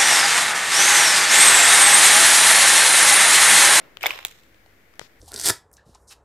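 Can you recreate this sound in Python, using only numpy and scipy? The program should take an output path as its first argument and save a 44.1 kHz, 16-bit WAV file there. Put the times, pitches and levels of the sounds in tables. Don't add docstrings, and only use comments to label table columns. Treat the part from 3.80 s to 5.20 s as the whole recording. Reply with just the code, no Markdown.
import sys
import numpy as np
from scipy import signal
from scipy.fft import rfft, irfft
from scipy.io import wavfile
from scipy.ndimage import uniform_filter1d

SR = 44100
rng = np.random.default_rng(int(sys.argv[2]) if len(sys.argv) > 2 else 0)


def to_linear_factor(level_db):
    exponent = np.asarray(level_db, float) / 20
    return 10 ** exponent


def store_pcm(level_fs):
    pcm = np.round(np.clip(level_fs, -1, 1) * 32767).astype(np.int16)
    wavfile.write(sys.argv[1], SR, np.atleast_2d(pcm).T)


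N = 61739


def evened(x):
    return x / np.sqrt(np.mean(x ** 2) + 1e-20)


def read(points, hz):
    f, value = np.transpose(points)
    return np.interp(np.log(hz + 1), np.log(f + 1), value)


def add(mix, s, sound):
    part = mix[..., round(s * SR):][..., :sound.shape[-1]]
    part += sound[..., :part.shape[-1]]


def coloured(x, points, tilt_db=0.):
    hz = np.fft.rfftfreq(x.shape[-1], 1 / SR)
    gain_db = read(points, hz) + tilt_db * np.log2(hz / 3000 + 0.043)
    return irfft(rfft(x) * to_linear_factor(gain_db), x.shape[-1])


def resonate(x, hz, width_hz):
    return signal.lfilter(*signal.iirpeak(hz, hz / width_hz, SR), x)


def steep(x, hz, width_hz):
    return evened(resonate(resonate(x, hz, width_hz), hz, width_hz))


def below(x, edge_hz):
    lowpass = signal.firwin(255, edge_hz, window=("kaiser", 9), fs=SR)
    return signal.oaconvolve(x, lowpass[None], "same")


def above(x, order, edge_hz):
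    return signal.sosfilt(signal.butter(order, edge_hz, "high", fs=SR, output="sos"), x)


def placed(x, pan_db, lag_s):
    hz = np.fft.rfftfreq(x.shape[-1], 1 / SR)
    side = np.array([[1.], [-1.]])
    turn = np.exp(-1j * np.pi * hz * lag_s * side)
    return irfft(rfft(x) * turn, x.shape[-1]) * to_linear_factor(np.minimum(side * pan_db, 0))


def pair(same, size):
    a, b = rng.standard_normal((2, size))
    same = np.clip(same, 0, 1)
    return np.array([a, same * a + np.sqrt(1 - same ** 2) * b])


def ring(s, db, hz, ring_s):
    t = np.maximum(np.arange(N) / SR - s, 0)
    return to_linear_factor(db) * t / ring_s * np.exp(1 - t / ring_s) * np.sin(2 * np.pi * hz * t)


def air():
    # f/Hz, level/dB
    spectrum = [(12, -56), (20, -18.5), (305, -13), (440, -12.5), (994, -22), (2060, -16.5), (2660, -26),
                (14700, -38), (16500, -41)]
    # f/Hz, likeness/1
    likeness = [(60, 0.94), (180, 0.92), (550, 0.55), (1650, -0.22), (4970, -0.022), (15000, -0.014)]
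    # f/Hz, left over right/dB
    balance = [(60, 8), (380, -1), (2380, 8.5), (15000, -2)]
    # f/Hz, width/Hz, level/dB
    hum = [(53, 31, -67.5), (99.2, 14.6, -67.5), (142, 8.8, -77.5), (328, 13, -74)]
    hz = np.fft.rfftfreq(N, 1 / SR)
    a, b = rfft(rng.standard_normal((2, N)))
    same = np.clip(read(likeness, hz), 0, 1)
    half_pan_db = read(balance, hz) / 2
    left = a * to_linear_factor(half_pan_db)
    right = (same * a + np.sqrt(1 - same ** 2) * b) * to_linear_factor(-half_pan_db)
    out = to_linear_factor(-58.5) * evened(irfft(np.array([left, right]) * to_linear_factor(read(spectrum, hz)), N))

    calm_db = -3 * np.clip((np.arange(N) / SR - 0.46) / 0.056, 0, 1)
    for f, width_hz, db in hum:
        level_db = db + calm_db * (f == hum[1][0])
        out = out + to_linear_factor(level_db) * steep(pair(0.97, N), f, width_hz)
    return out + to_linear_factor(-68) * steep(pair(0.71, N), 1920, 1070)


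def earlier_step():
    # f/Hz, level/dB
    spectrum = [(59, -32), (100, -11), (595, -8), (801, -12.5), (1720, -14.5), (1870, -13), (2040, -12.5),
                (2470, -18.5), (16000, -48.5)]
    level_db, t60_s, pan_db = -47.5, 0.73, 0.5
    fade = to_linear_factor(level_db - 60 * np.arange(N) / SR / t60_s)
    return placed(evened(coloured(pair(0.4, N), spectrum)) * fade, pan_db, 0)


def grit():
    grains_per_s, level_db, spread_db = 120, -72.5, 7
    size = to_linear_factor(level_db + spread_db * np.minimum(rng.exponential(1, N), 2))
    size = size * (rng.random(N) < grains_per_s / SR)
    kind = rng.integers(0, 8, N)
    out = np.zeros((2, N))
    for k, hz in enumerate(np.geomspace(700, 7000, 8)):
        sides = to_linear_factor(np.array([[3.], [-3.]]) * (-1) ** k)
        out += resonate(size * (kind == k), hz, 0.26 * hz) * SR / hz * sides
    return out


def taps():
    # t/s, peak/dB, f/Hz, ring time/s, left over right/dB
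    modes = [(0.1710, -18, 2990, 0.0002, 26), (.1709, -39, 12500, .0001, 20), (.1709, -34, 6500, .0001, 20),
             (0.1709, -29, 1450, 0.0004, 15), (0.1722, -43, 520, 0.0008, 1),
             (1.1948, -17, 7500, 0.0001, 33), (1.1944, -21.5, 3250, 0.0003, 12),
             (1.1948, -19, 1950, 0.0004, 10), (1.1947, -24, 5000, .00012, 20),
             (1.1949, -25.5, 720, 0.0007, 8.5), (1.2140, -31, 480, 0.0009, 17),
             (1.2150, -35, 2600, .0003, 15), (.2360, -51, 65, .006, 0.5), (1.2130, -40.5, 149, 0.0032, 19),
             (1.2147, -28, 1300, 0.0004, 13)]
    return sum(placed(ring(*mode), pan_db, -0.00018) for *mode, pan_db in modes)


def snaps():
    onsets_s = [.2098, .2379, .2374, .2391, .2578, .2584, .2584, .2588, .3066, .3068, .3095, .3068, .3890,
                .3892, .3915, .3892, .4499, .4501, .4502, .4499, .4499, .4501, .5200, .8612, .2160, .2860,
                .2790, .4502, .4500, .4600, .2640, .3228, .3290, .3480, .3608, .3685, .4175, .3925, .8606,
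                .8610, 1.1380, 1.1392, 1.1560, .1775, .1858, .2090, .2190, .2240, .4500, .2440, .2520,
                .3890, .3930, .3070, 1.1385]
    # peak/dB, f/Hz, ring time/s
    modes = [(-36, 3000, 0.00087), (-10.5, 2450, 0.00042), (-18.5, 1240, 0.00063), (-18.5, 727, 0.0012),
             (-12.5, 780, 0.0009), (-16, 1650, 0.0006), (-13.5, 3500, 0.00096), (-14.5, 2170, 0.00099),
             (-12, 2435, 0.00051), (-26.5, 1050, 0.0014), (-27, 2500, 0.0007), (-19, 3060, .0006),
             (-24, 2100, 0.00022), (-35, 1080, 0.0012), (-39, 2200, 0.0006), (-32, 3600, 0.00036),
             (-11, 3550, 0.00038), (-19.5, 2480, 0.00054), (-29, 770, 0.0012), (-17, 7000, 0.00045),
             (-21, 13200, .0003), (-28, 1240, 0.00059), (-45, 2160, .001), (-46.5, 700, 0.00099),
             (-40, 355, .005), (-37, 330, .0065), (-38, 490, .005), (-25, 1750, .0005), (-42, 490, .002),
             (-36, 7400, .0004), (-30, 4650, .0008), (-33, 2700, .0003), (-33, 2300, .0004),
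             (-36, 4200, .0002), (-37, 2400, .0003), (-35, 2700, .0003), (-41, 2900, .0003),
             (-36, 1500, .0005), (-52, 1900, .0003), (-52, 4500, .0002), (-46, 1900, .0003),
             (-47, 4800, .00015), (-50, 5800, .0002), (-50, 2600, .0006), (-48, 2900, .0006),
             (-52, 14400, .0003), (-50, 14400, .0003), (-50, 13600, .0003), (-27, 15500, .0003),
             (-30, 3500, .0012), (-33, 2200, .001), (-41, 590, .002), (-36, 2550, .0006),
             (-41, 14200, .0003), (-46, 1100, .0006)]
    return [(s, ring(0, *mode)[:2048] * np.ones((2, 1))) for s, mode in zip(onsets_s, modes)]


def cracking():
    onsets_s = [.2085, .2185, .2292, .2580, .2630, .2810, .3066, .3888, .4498, .4530, .4592, .4655, .5110,
                .6345, .7440, .8610, 1.1375, 1.1555]
    # level/dB, length/s, brightness/(dB/octave)
    bursts = [(-38.5, 0.011, -4.2), (-36, 0.026, -5.5), (-31, 0.0035, 3), (-25, 0.0062, -2),
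              (-19.5, 0.011, -2.5), (-39, 0.0035, -10), (-28.5, 0.0045, -2.5), (-34, 0.0054, -4),
              (-25, 0.0016, 5), (-30, 0.004, 2), (-32, 0.00346, 0.5), (-35, 0.0092, 3), (-40.5, 0.0083, -1),
              (-51.5, 0.0056, -2.5), (-49, 0.0052, -8), (-51, 0.0037, -4), (-55, .006, -2),
              (-56, 0.0044, 3)]
    # f/Hz, level/dB
    spectrum = [(180, -51), (300, -31), (587, 0.5), (892, -14), (2480, 10.5), (5460, -2.5), (7890, 3.5),
                (13000, -9), (16500, -26)]
    sounds = []
    for s, (db, length_s, tilt_db) in zip(onsets_s, bursts):
        u = np.arange(2048) / SR / length_s
        noise = evened(coloured(pair(0.28, 2048), spectrum, tilt_db))
        sounds.append((s, to_linear_factor(db) * noise * np.minimum(u * 12, 1) * np.exp(-2.5 * u ** 2)))
    return sounds


def grinding():
    # t/s, level/dB, length/s, squeal/dB
    drags = [(0.2293, -20.5, 0.0045, -17), (0.2630, -14.5, 0.0079, -12.5)]
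    # f/Hz, width/Hz, level/dB
    body_modes = [(2205, 130, 1.8), (1724, 350, -5), (3580, 130, -9), (5020, 320, -11), (5500, 250, -11),
                  (710, 480, -11)]
    # f/Hz, width/Hz, level/dB
    squeal_modes = [(14600, 430, -7.8), (12010, 580, -6), (13000, 700, -11)]
    sounds = []
    for s, db, length_s, squeal_db in drags:
        slips = pair(0.44, 4096)
        body = evened(sum(to_linear_factor(g) * steep(slips, f, 1.84 * w) for f, w, g in body_modes))
        squeal = evened(sum(to_linear_factor(g) * steep(slips, f, 0.62 * w) for f, w, g in squeal_modes))
        settled = (body + to_linear_factor(squeal_db) * squeal)[:, 2048:]
        u = np.clip(np.arange(2048) / SR / length_s, 0, 1)
        sounds.append((s, to_linear_factor(db) * settled * np.sin(np.pi * u ** 1.03) ** 0.88))
    return sounds


def place(s):
    # from t/s, left late by/s, left over right/dB, hall send/dB
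    places = [(.175, -.0001, 2.5, 6), (.228, -.00006, 3.5, 4), (.2362, .00007, -1.5, 9.8),
              (.2388, .00001, -.6, 6.5), (.2565, -.00001, 1.5, -2.5), (.2612, -.00004, -1.5, -4.6),
              (.3, .00001, 1.4, -19), (.38, .00009, -1, -13), (.44, .00005, -2.4, -11),
              (.6, .00002, 1.5, 5), (1.1, -.0001, 21, -8)]
    return [row for row in places if row[0] <= s][-1][1:]


def debris():
    near, sent = np.zeros((2, N)), np.zeros(N)
    lead = 32
    for s, sound in snaps() + cracking() + grinding():
        lag_s, pan_db, send_db = place(s)
        add(near, s - lead / SR, placed(np.pad(sound, [(0, 0), (lead, 0)]), pan_db, lag_s))
        add(sent, s, to_linear_factor(send_db) * sound[0])
    return near, sent


def hall(x):
    # f/Hz, t60/s
    decay = [(300, 0.45), (700, 0.48), (1200, 0.62), (2200, 0.54), (5000, 0.65), (9000, 0.43),
             (14000, 0.57)]
    # f/Hz, level/dB
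    spectrum = [(170, -30), (340, -2), (700, 3), (1100, 0.5), (2300, -1.5), (4500, 4), (6500, 4.5),
                (9000, 5.5), (14000, 1)]
    # f/Hz, left over right/dB
    balance = [(500, 2.5), (7000, -4), (13000, -1.5)]
    blur_hz, high_blur_hz, high_share, gap_s = 900, 3500, 0.7, 0.0013
    hz, t, z = signal.stft(x, SR, nperseg=256, noverlap=192)
    power = uniform_filter1d(abs(z) ** 2, round(blur_hz / hz[1]), 0)
    high = np.clip((hz[:, None] - 4500) / 2000, 0, 1) * high_share
    power = (1 - high) * power + high * uniform_filter1d(power, round(high_blur_hz / hz[1]), 0)

    fade = to_linear_factor(-120 * t / read(decay, hz)[:, None]) * np.clip(t / gap_s, 0, 1)
    power = signal.fftconvolve(power, fade / fade.sum(1)[:, None], axes=1)[:, :len(t)]

    noise = signal.stft(pair(0.13, N), SR, nperseg=256, noverlap=192)[2]
    noise = noise / np.sqrt(np.mean(abs(noise) ** 2))
    colour_db = read(spectrum, hz) + np.array([[.5], [-.5]]) * read(balance, hz)
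    z = noise * np.sqrt(abs(power)) * to_linear_factor(colour_db)[:, :, None]
    return signal.istft(z, SR, nperseg=256, noverlap=192)[1][:, :N]


def echo_grain():
    span = round(0.003 * SR)
    flicker = uniform_filter1d(uniform_filter1d(pair(0.6, N), span), span)
    return evened(to_linear_factor(3.2 * evened(flicker)))


def rub():
    # f/Hz, level/dB
    spectrum = [(120, -30), (200, -2), (491, -23), (590, -12), (1370, -2.5), (5230, -4), (16000, -30.5)]
    start_s, rise_s, length_s = 1.192, 0.026, 0.088
    level_db, fade_db, pan_db = -41, -13.5, 22
    t = np.arange(N) / SR - start_s
    shape = np.clip(t / rise_s, 0, 1) * np.clip((length_s - t) / 0.011, 0, 1)
    shape = shape * to_linear_factor(level_db + fade_db * np.clip(t / length_s, 0, 1))
    return placed(evened(coloured(pair(0.17, N), spectrum)) * shape, pan_db, 0)


def scene():
    crush_edge_hz, near_edge_hz, faint_edge_hz = 15350, 16700, 15650
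    low_cut_hz, shoe_cut_hz, crush_end_s = 310, 420, 0.44
    (feet, sent), hand, fine = debris(), taps(), grit()
    wet = hall(to_linear_factor(-10) * (sent + fine[0]) + to_linear_factor(-19.5) * hand.mean(0))
    wet = above(wet, 6, low_cut_hz)
    feet = above(above(feet, 6, low_cut_hz), 2, shoe_cut_hz)
    crushing = np.arange(N) < crush_end_s * SR
    feet = np.where(crushing, below(feet, crush_edge_hz), below(feet, near_edge_hz))
    hand = below(hand, near_edge_hz - 500)
    tail = below(wet * echo_grain(), crush_edge_hz)
    faint = below(fine + rub() + earlier_step() + air(), faint_edge_hz)
    return feet + hand + tail + faint


def roll_off(x):
    return signal.sosfilt(signal.butter(12, 17000, fs=SR, output="sos"), x)


def record(dry):
    # f/Hz, level/dB
    response = [(7500, -0.18), (8800, -2.5), (10500, 1), (12000, 4.3), (15000, 8)]
    mix = coloured(dry, response) - 0.001
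    return roll_off(mix)


dry = scene()
out = record(dry)
store_pcm(out)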